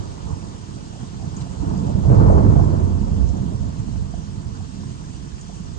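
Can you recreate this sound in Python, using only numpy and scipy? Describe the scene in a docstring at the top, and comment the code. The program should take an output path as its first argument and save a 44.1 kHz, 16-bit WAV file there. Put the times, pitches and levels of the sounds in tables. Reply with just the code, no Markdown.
"""Rain and small hail hiss in garden trees over a far storm's dull wash, heard by two close microphones.
From the start, shock waves from a long lightning channel pile up into a rumble; fat drips tap nearby.
Pellets patter in flurries, thuds and cracks stand out, and close hailstones tick and knock.
Just after 2 s the thunder breaks into one loud peal, then rolls away while the shower goes on."""
import sys
import numpy as np
from scipy import signal
from scipy.fft import rfft, irfft
from scipy.io import wavfile
from scipy.ndimage import uniform_filter1d, minimum_filter1d

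SR = 44100
rng = np.random.default_rng(int(sys.argv[2]) if len(sys.argv) > 2 else 0)


def waveform_to_disk(signal):
    """Save audio, clipped to [-1, 1], as 16-bit WAV at the path in sys.argv[1]."""
    frames = np.transpose(np.atleast_2d(signal))
    scaled = np.clip(frames, -1, 1) * 32767
    samples = np.round(scaled).astype(np.int16)
    wavfile.write(sys.argv[1], SR, samples)


N = 254942
TIME_S = np.arange(N) / SR
FREQ_HZ = np.fft.rfftfreq(N, 1 / SR)

# Microphone pair, low sounds: (frequency [Hz], left-right [dB], likeness [0-1], left lead [rad])
MIC_LOW = [(22.0, -8.2, 0.65, -1.27), (40.0, -11.3, 0.86, -1.6), (58.0, -14.4, 0.42, -2.47),
           (80.0, -9.5, 0.92, -4.57), (105.0, -7.6, 0.96, -5.0), (200.0, -6.7, 0.91, -5.6),
           (255.0, -5.6, 0.52, -5.85), (330.0, -3.2, 0.44, -4.19), (450.0, -1.3, 0.86, -4.03),
           (560.0, -0.1, 0.91, -4.09), (670.0, -0.6, 0.63, -4.1), (950.0, -1.8, 0.53, -4.22),
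           (1400.0, -3.4, 0.69, -3.27), (1900.0, -3.4, 0.2, -3.04)]
# Microphone pair, hiss: (frequency [Hz], left-right [dB], likeness [0-1])
MIC_HIGH = [(1700.0, -3.6, 0.48), (2200.0, -1.5, 0.31), (3050.0, -1.0, 0.26), (3550.0, -0.2, 0.17),
            (4400.0, 0.9, 0.27), (5150.0, 2.6, 0.21), (5700.0, 1.7, 0.21), (6500.0, 0.4, 0.49),
            (7200.0, -3.3, 0.42), (7750.0, -6.0, 0.53), (8030.0, -13.8, 0.46), (8500.0, -11.4, 0.27),
            (9300.0, -10.1, 0.06), (10600.0, -20.4, 0.04)]
# Steady peaks and notches: (frequency [Hz], width [Hz], gain [dB])
MIC_RIPPLES = [(92.8, 9.7, 4), (130, 6.7, 2), (226.3, 46, -3), (344, 127, 3), (390, 30, -1.5),
               (446.5, 16, 5.5), (517, 15, 1.5), (576, 25, 1.5), (669, 110, 5.5), (740, 70, -0.5),
               (870, 31, 2.5), (5550, 250, -6), (7880, 200, -0.5), (8070, 150, 4)]
# Rain and hail on leaves: (frequency [Hz], relative density [dB])
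HISS_SPECTRUM = [(1700.0, 3), (2200.0, -5), (3050.0, 0.5), (3550.0, -2), (4400.0, -1), (5150.0, 0.5),
                 (5700.0, 2.1), (6500.0, 0.5), (7200.0, -1.5), (7750.0, -4.5), (8030.0, -4), (8500.0, -9),
                 (9300.0, -23), (10600.0, -30)]
# Shower strength: (time [s], level [dB])
HISS_LEVEL = [(0.0, -51), (0.27, -52), (1.64, -51.5), (2.95, -53), (3.28, -53), (4.4, -53.5), (4.75, -52),
              (5.78, -52.5)]
# Distant storm: (frequency [Hz], relative density [dB])
WASH_SPECTRUM = [(20, -24), (70, -3), (130, -8.5), (200, -5), (330, -14.5), (420, -18.5), (560, -28),
                 (1000, -21), (1450, -24), (2600, -40)]
# Thunder before band levelling: (frequency [Hz], relative density [dB])
THUNDER_SPECTRUM = [(22.0, -14.5), (40.0, -1.5), (58.0, 7), (80.0, 8), (105.0, 3.5), (135.0, 0.5),
                    (200.0, -2.5), (255.0, -8.5), (330.0, -15), (450.0, -18), (560.0, -24), (670.0, -30),
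                    (950.0, -28), (1400.0, -38), (1900.0, -51)]
# Thunder tone before band levelling: (time [s], deep bass [dB], low midrange [dB])
THUNDER_TONE = [(0.3, 8, 0.5), (0.6, -13, 3), (1.0, -11, -2), (1.85, 2, -4), (2.2, 0, -1.5), (2.6, 7.5, 2),
                (3.0, 10.5, -1.5), (3.6, 0, -5.5), (4.6, -4.5, -5), (5.78, 7, -4)]
# Long rumble under the volleys: (time [s], level [dB])
RUMBLE_LEVEL = [(0, -36), (.55, -37.5), (.64, -41.5), (.95, -40.5), (1.17, -40), (1.6, -34), (2.0, -31.5),
                (2.4, -22.5), (2.95, -29), (3.3, -35), (3.55, -34), (4.1, -36.5), (4.68, -41), (4.85, -42),
                (5.0, -39), (5.4, -42), (5.78, -38)]
# One volley per stretch of lightning channel:
# (time [s], length [s], body [dB], boom [dB re body], tear [dB re body], crackle [dB re body])
SHOCK_VOLLEYS = [(0.229, 0.088, -36, 0, -18, -16), (1.233, 0.038, -33, -13, -23, -23),
                 (1.344, 0.036, -34.5, -11, -20, -16), (1.59, 0.1, -32.5, 0.5, -17, -19.5),
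                 (1.664, 0.24, -25, -8, -21.5, -25.5), (1.938, 0.034, -23.5, -2, -16.5, -32),
                 (2.025, 0.036, -30, 12, -5, -21), (2.074, 0.088, -19.5, -2.5, -10, -20),
                 (2.169, 0.11, -21.5, 5, -9.5, -16), (2.251, 0.14, -23, 3, -4, -14),
                 (2.414, 0.082, -21, -4, -13, -24.5), (2.48, 0.05, -24, 0, -19, -18.5),
                 (2.554, 0.075, -24, 3.5, -16.5, -20.5), (2.648, 0.11, -26.5, -15, -16, -22),
                 (2.768, 0.16, -33, 6.5, -12.5, -22), (2.99, 0.096, -31.5, 4, -25, -23),
                 (3.092, 0.12, -28.5, 3.5, -17.5, -29), (3.193, 0.1, -38, 15.5, -8, -29),
                 (3.327, 0.039, -28.5, -10, -14.5, -24), (3.39, 0.11, -28.5, -17, -26, -31),
                 (3.591, 0.079, -33, 7, -17, -36), (3.76, 0.14, -38, 0.5, -28, -32),
                 (3.9, 0.15, -42, 13, -14, -35), (4.11, 0.07, -44.5, 13, -10, -26),
                 (4.3, 0.19, -40.5, -11, -19, -30), (4.473, 0.065, -46, 11, -14, -26),
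                 (4.58, 0.043, -39, 4, -25, -24), (4.73, 0.19, -34.5, -10, -25, -37),
                 (5.464, 0.038, -41, -4, -14, -28), (5.62, 0.19, -44, 3.5, -24, -21)]
# Damped modes of a knock: (pitch ratio [1], level [dB], t60 [s])
TAP_MODES = [(0.8, -11, 0.02), (1, 0, 0.022), (1.24, -12, 0.018), (1.6, -22, 0.015)]
# Bunched pellets: (time [s], length [s], maximum knock peak [dB], centre pitch [Hz])
PELLET_FLURRIES = [(0.289, 0.05, -40, 973), (0.926, 0.045, -43, 656), (0.997, 0.04, -42.5, 784),
                   (1.192, 0.055, -41, 753), (1.394, 0.035, -47, 850)]
# Strong single shocks: (centre time [s], level [dB], pitch [Hz], length [s])
SHOCK_THUDS = [(0.335, -18, 103, 0.012), (1.025, -24.5, 125, 0.01), (1.033, -25.5, 201, 0.016),
               (1.243, -25, 140, 0.017), (1.279, -23.5, 115, 0.013), (1.422, -22, 140, .018),
               (1.61, -17, 100, 0.0077), (1.638, -20, 283, 0.015), (1.707, -17.5, 105, 0.014),
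               (1.833, -15, 190, .02), (1.955, -18, 110, 0.019), (1.984, -11.5, 180, 0.016),
               (2.087, -7.5, 135, 0.017), (2.118, -6, 120, .028), (2.183, -4.5, 106, .034),
               (2.212, -12.5, 251, 0.012), (2.232, -8.5, 98, .026), (2.278, -4, 118.6, 0.018),
               (2.318, -1, 66.5, 0.015), (2.344, -9.5, 125, .016), (2.366, -3.5, 66, 0.016),
               (2.415, -10, 100, .02), (2.493, -8.5, 103, .026), (2.538, -11.5, 80, 0.012),
               (2.569, -10, 120, 0.015), (2.621, -9.5, 82, 0.015), (2.675, -11, 98, 0.016),
               (2.729, -17, 193, 0.028), (2.773, -12.5, 88, 0.011), (2.853, -18, 84, 0.025),
               (2.896, -13.5, 88, 0.024), (2.953, -13.5, 88, 0.025), (3.018, -21.5, 216, .018),
               (3.116, -13, 92, 0.011), (3.132, -21.5, 199, .02), (3.17, -16.5, 80, .02),
               (3.194, -23, 192, 0.03), (3.241, -13.5, 73, 0.017), (3.304, -12, 72, 0.021),
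               (3.411, -14.5, 92, 0.0099), (3.44, -18.5, 190, 0.017), (3.554, -15.5, 98, .014),
               (3.619, -26, 90, 0.028), (3.803, -15.5, 122, 0.012), (4.38, -22, 110, .014),
               (4.472, -23, 88, .018), (4.865, -24, 138, .016), (5.333, -28.5, 72, 0.024),
               (5.609, -27.5, 185, 0.023), (5.735, -21.5, 78, 0.014)]
# Sharp cracks in the thunder: (time [s], level [dB], pitch [Hz])
SHOCK_CRACKS = [(0.773, -47.5, 465), (1.617, -39.5, 700), (1.70, -40, 940), (1.82, -35, 426),
                (1.875, -34, 664), (2.094, -25.5, 417), (2.194, -34, 964), (2.205, -19, 345),
                (2.295, -25.5, 572), (2.33, -25.5, 644), (2.368, -30.5, 750), (2.55, -28.5, 626),
                (2.589, -30.5, 715), (2.656, -33, 495), (2.722, -28.5, 463), (2.799, -32, 470),
                (2.848, -37, 480), (3.062, -36, 445), (3.518, -35, 453), (5.753, -47, 486)]
# Close hailstones: (time [s], level [dB], pitch [Hz], bandwidth [Hz], t60 [s])
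HAILSTONES = [(1.364, -33, 6800, 1300, 0.083), (1.402, -36, 6500, 3000, 0.054),
              (1.410, -33.5, 4200, 4500, 0.06), (1.419, -34, 6000, 3500, 0.035),
              (1.866, -37, 7000, 3000, 0.046), (3.287, -35.5, 6400, 2400, 0.06),
              (3.37, -37, 6550, 1200, 0.039), (5.378, -41, 2300, 2000, 0.065),
              (5.410, -34.5, 6800, 1700, 0.071), (5.481, -41, 6600, 1500, .05)]
# Hail and fat drips on wood and earth: (time [s], peak [dB], pitch [Hz])
NEAR_KNOCKS = [(1.463, -36, 686), (4.136, -30.5, 700), (4.495, -45, 980), (4.602, -38, 720),
               (4.832, -41, 1080), (5.04, -47, 1670), (5.493, -38.5, 710)]


def gain_of(db):
    """Decibels to amplitude."""
    return 10 ** (np.asarray(db) / 20)


def over_frequency(table):
    """Table columns at every frequency."""
    hz, *columns = np.transpose(table)
    return [np.interp(np.log(FREQ_HZ + 1), np.log(hz + 1), column) for column in columns]


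def over_time(table):
    """Table columns at every sample."""
    time_s, *columns = np.transpose(table)
    return [np.interp(TIME_S, time_s, column) for column in columns]


def unit_rms(x):
    """Scale to rms 1."""
    return x / np.sqrt(np.mean(x ** 2) + 1e-20)


def smoothed(x, window_s):
    """Hann-weighted moving average."""
    bell = np.hanning(int(window_s * SR))
    return signal.fftconvolve(x, bell, "same") / signal.fftconvolve(np.ones(N), bell, "same")


def lowpass(edge_hz, order):
    """Low-pass gain at every frequency."""
    return 1 / (1 + (FREQ_HZ / edge_hz) ** order)


def filtered(x, gain):
    """Apply a gain per frequency."""
    return irfft(rfft(x) * gain, x.shape[-1])


def add(mix, start_s, sound):
    """Mix in a multichannel sound."""
    part = mix[:, max(round(start_s * SR), 0):][:, :sound.shape[1]]
    part += sound[:, :part.shape[1]]


def impacts(per_s, spread_db, ring_s):
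    """Two independent trains of random hits, mostly small, each smeared into a short noise tail."""
    size = gain_of(spread_db * np.minimum(rng.exponential(1, (2, N)), 4))
    hits = size * (rng.random((2, N)) < per_s / SR)
    power = signal.lfilter([1], [1, -np.exp(-1 / (ring_s * SR))], hits ** 2)
    return unit_rms(np.sqrt(power) * rng.standard_normal((2, N)))


def microphones(pair, colour_db, balance_db, likeness, lead_rad):
    """Colour two independent signals and blend them into partly alike left and right channels."""
    shared, own = rfft(pair)
    ripple_db = sum(db * np.exp(-(2 * (FREQ_HZ - hz) / width_hz) ** 2) for hz, width_hz, db in MIC_RIPPLES)
    gain_db = colour_db + ripple_db
    left = (likeness * shared + np.sqrt(1 - likeness ** 2) * own) * np.exp(1j * lead_rad)
    left *= gain_of(gain_db + balance_db / 2)
    right = shared * gain_of(gain_db - balance_db / 2)
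    return irfft(np.array([left, right]), N)


def leaf_flutter(x, depth_db):
    """Clumps of drops hit different leaves: narrow bands swell and fade."""
    spectra = signal.stft(x, nperseg=512, noverlap=384)[2]
    patches = uniform_filter1d(rng.standard_normal(spectra.shape[1:]), size=7, axis=0)
    patches = unit_rms(uniform_filter1d(patches, size=12, axis=1))
    return signal.istft(spectra * gain_of(depth_db * patches), nperseg=512, noverlap=384)[1][:, :N]


def shower(low_hz=1750, left_lead_s=19 / SR):
    """Near pellets and drops crackle on leaves over the smooth hiss of far ones."""
    grains = 0.51 * impacts(per_s=2000, spread_db=3.0, ring_s=0.0005) + rng.standard_normal((2, N))
    grains = leaf_flutter(grains, depth_db=1.5)
    lead_rad = 2 * np.pi * FREQ_HZ * left_lead_s
    hiss = microphones(grains, *over_frequency(HISS_SPECTRUM), *over_frequency(MIC_HIGH), lead_rad)
    hiss = filtered(hiss, 1 - lowpass(low_hz, order=8))
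    return gain_of(over_time(HISS_LEVEL)[0]) * hiss / hiss.mean(0).std()


def wash(level_db=-42):
    """Far rumble and rain drumming on the ground merge into a dull bed."""
    patter = impacts(per_s=430, spread_db=4.5, ring_s=0.0074) + 0.46 * rng.standard_normal((2, N))
    bed = microphones(patter, *over_frequency(WASH_SPECTRUM), *over_frequency(MIC_LOW))
    bed = filtered(bed, lowpass(2100, order=6))
    return gain_of(level_db) * bed / bed.mean(0).std()


def rumble_levels(tear_db=-14.5, crackle_db=-17, sway_db=1.66, sway_s=0.31, dulling_db_per_s=1.26):
    """Boom, body, tear, crackle amplitudes: turbulence sways the lows, growing distance dulls the highs."""
    level_db = over_time(RUMBLE_LEVEL)[0]
    low_db = level_db + sway_db * unit_rms(smoothed(rng.standard_normal(N), sway_s))
    high_db = level_db - dulling_db_per_s * TIME_S
    return gain_of([low_db, low_db, high_db + tear_db, high_db + crackle_db])


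def volley_levels(length_s, body_db, boom_db, tear_db, crackle_db):
    """Boom, body, tear, crackle amplitudes of one volley: swell, hold, echo away over the land."""
    t = TIME_S[:SR]
    band_db = body_db + np.vstack([boom_db, 0, tear_db, crackle_db])
    rise_s = np.vstack([0.017, 0.017, 0.038, 0.038])
    t60_s = np.vstack([0.27, 0.35, 0.38, 0.38])
    echo_db = -60 * np.maximum(t - length_s, 0) / t60_s
    return np.clip(t / rise_s, 0, 1) * gain_of(band_db + echo_db)


def thunder(air_hz=2300, levelling_s=0.13):
    """Volleys of shock waves: near parts of the channel tear and crackle, far ones only boom."""
    direct = impacts(per_s=460, spread_db=2.0, ring_s=0.0037)
    scattered = 0.68 * rng.standard_normal((2, N))
    roar = microphones(direct + scattered, *over_frequency(THUNDER_SPECTRUM), *over_frequency(MIC_LOW))
    roar = filtered(roar, lowpass(air_hz, order=8))  # air absorbs treble
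    deep = lowpass(83.5, order=8) - lowpass(38, order=8)
    midrange = lowpass(440, order=10) - lowpass(260, order=14)
    for band, db in zip([deep, midrange], over_time(THUNDER_TONE)):
        roar = roar + (gain_of(db) - 1) * filtered(roar, band)
    power = rumble_levels() ** 2
    for start_s, *volley in SHOCK_VOLLEYS:
        add(power, start_s, volley_levels(*volley) ** 2)
    boom, to_body, to_tear = lowpass(130, order=6), lowpass(400, order=8), lowpass(770, order=10)
    bands = [boom, to_body - boom, to_tear - to_body, 1 - to_tear]
    out = np.zeros((2, N))
    for band, level in zip(bands, np.sqrt(power)):
        part = filtered(roar, band)
        running_rms = np.sqrt(smoothed(part.mean(0) ** 2, levelling_s) + 1e-20)
        out += level * part / running_rms
    return out


def knock(peak_db, hz, left_lead_rad=0.61, rise_s=0.0065, spray_t60_s=0.028, detune=0.023):
    """A pellet or fat drip taps: heavily damped modes in a puff of spray."""
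    t, phase_rad = TIME_S[:SR // 16], np.vstack([left_lead_rad, 0])
    ring = np.zeros((2, len(t)))
    for ratio, db, t60_s in TAP_MODES:
        mode_hz = hz * ratio * (1 + detune * rng.standard_normal())
        ring += gain_of(db - 60 * t / t60_s) * np.sin(2 * np.pi * mode_hz * t + phase_rad)
    spray_band = signal.butter(2, [hz / 2, hz * np.sqrt(2)], "band", fs=SR)
    spray = unit_rms(signal.lfilter(*spray_band, rng.standard_normal(ring.shape)))
    attack = 1 - np.exp(-(t / rise_s) ** 2)
    tap = attack * (ring + 0.09 * spray * gain_of(-60 * t / spray_t60_s))
    return gain_of(peak_db) * tap / abs(tap).max()


def drips(count=70, base_db=-55, range_db=9, low_hz=620, high_hz=1900):
    """Small drips land at random; higher ones are fainter."""
    out = np.zeros((2, N))
    for when, size, pitch in rng.random((count, 3)):
        hz = low_hz * (high_hz / low_hz) ** pitch
        add(out, when * N / SR, knock(base_db + range_db * size, hz) * np.sqrt(low_hz / hz))
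    return out


def flurries(count=9, spread_octaves=0.44, range_db=5):
    """Pellets land almost together; their taps blur into a patter."""
    out = np.zeros((2, N))
    for start_s, length_s, peak_db, centre_hz in PELLET_FLURRIES:
        for k, (jitter, softness, pitch) in enumerate(rng.random((count, 3))):
            hz = centre_hz * 2 ** (spread_octaves * (pitch - .5))
            add(out, start_s + length_s * (k + jitter) / count, knock(peak_db - range_db * softness, hz))
    return out


def thuds():
    """Strong shocks stand out of the rumble, each rounded by distance into a few swings."""
    out, t = np.zeros((2, N)), TIME_S[:SR // 8]
    offset_s = t - t.mean()
    for centre_s, db, hz, length_s in SHOCK_THUDS:
        envelope = gain_of(db) * np.exp(-(2 * offset_s / length_s) ** 2)
        thump = envelope * np.cos(2 * np.pi * hz * offset_s)
        add(out[:1], centre_s - t.mean(), thump[None])  # row 0 feeds both microphones
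    return microphones(out, 0, *over_frequency(MIC_LOW))


def cracks(rise_s=0.0061, t60_s=0.15, relative_width=0.7):
    """Kinks in the channel send tight clusters of shocks that snap out of the roar."""
    t, bins_hz = TIME_S[:SR // 4], np.fft.rfftfreq(SR // 4, 1 / SR)
    envelope = (1 - np.exp(-t / rise_s)) * gain_of(-60 * t / t60_s)
    out = np.zeros((2, N))
    for start_s, db, hz in SHOCK_CRACKS:
        band = 1 / (1 + (2 * (bins_hz / hz - 1) / relative_width) ** 4)
        burst = unit_rms(filtered(rng.standard_normal((2, len(t))), band))
        add(out, start_s, gain_of(db) * burst * envelope / envelope.max())
    return microphones(out, 0, *over_frequency(MIC_LOW))


def hailstone(level_db, hz, width_hz, t60_s, top_hz=8400, rise_s=0.0011):
    """A hailstone strikes close by: a bright burst that dies fast."""
    t, bins_hz = TIME_S[:SR // 8], np.fft.rfftfreq(SR // 8, 1 / SR)
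    band = 1 / (1 + (2 * (bins_hz - hz) / width_hz) ** 2) / (1 + (bins_hz / top_hz) ** 20)
    burst = unit_rms(filtered(rng.standard_normal((2, len(t))), band))
    return .5 * burst * (1 - np.exp(-t / rise_s)) * gain_of(level_db - 60 * t / t60_s)


def scene():
    """Thunder over the shower, with close hailstones and knocks."""
    mix = thunder() + thuds() + cracks() + wash() + shower() + drips() + flurries()
    for start_s, *strike in HAILSTONES:
        add(mix, start_s, hailstone(*strike))
    for start_s, peak_db, hz in NEAR_KNOCKS:
        add(mix, start_s, knock(peak_db, hz))
    return mix


def record(dry):
    """Per-channel limiter on the low range holds down the peal; a low-pass follows."""
    ceiling, window_s, edge_hz = 0.92, 0.01, 11000
    low = filtered(dry, lowpass(2000, order=8))
    needed_gain = np.minimum(1, ceiling / (abs(low) + 1e-9))
    held_gain = minimum_filter1d(needed_gain, size=round(window_s * SR))
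    gain = np.array([smoothed(channel, window_s) for channel in held_gain])
    limited = dry - low + low * gain
    taps = signal.firwin(511, edge_hz, window=("kaiser", 9), fs=SR)
    return signal.oaconvolve(limited, taps[None], "same")


dry = scene()
out = record(dry)
waveform_to_disk(out)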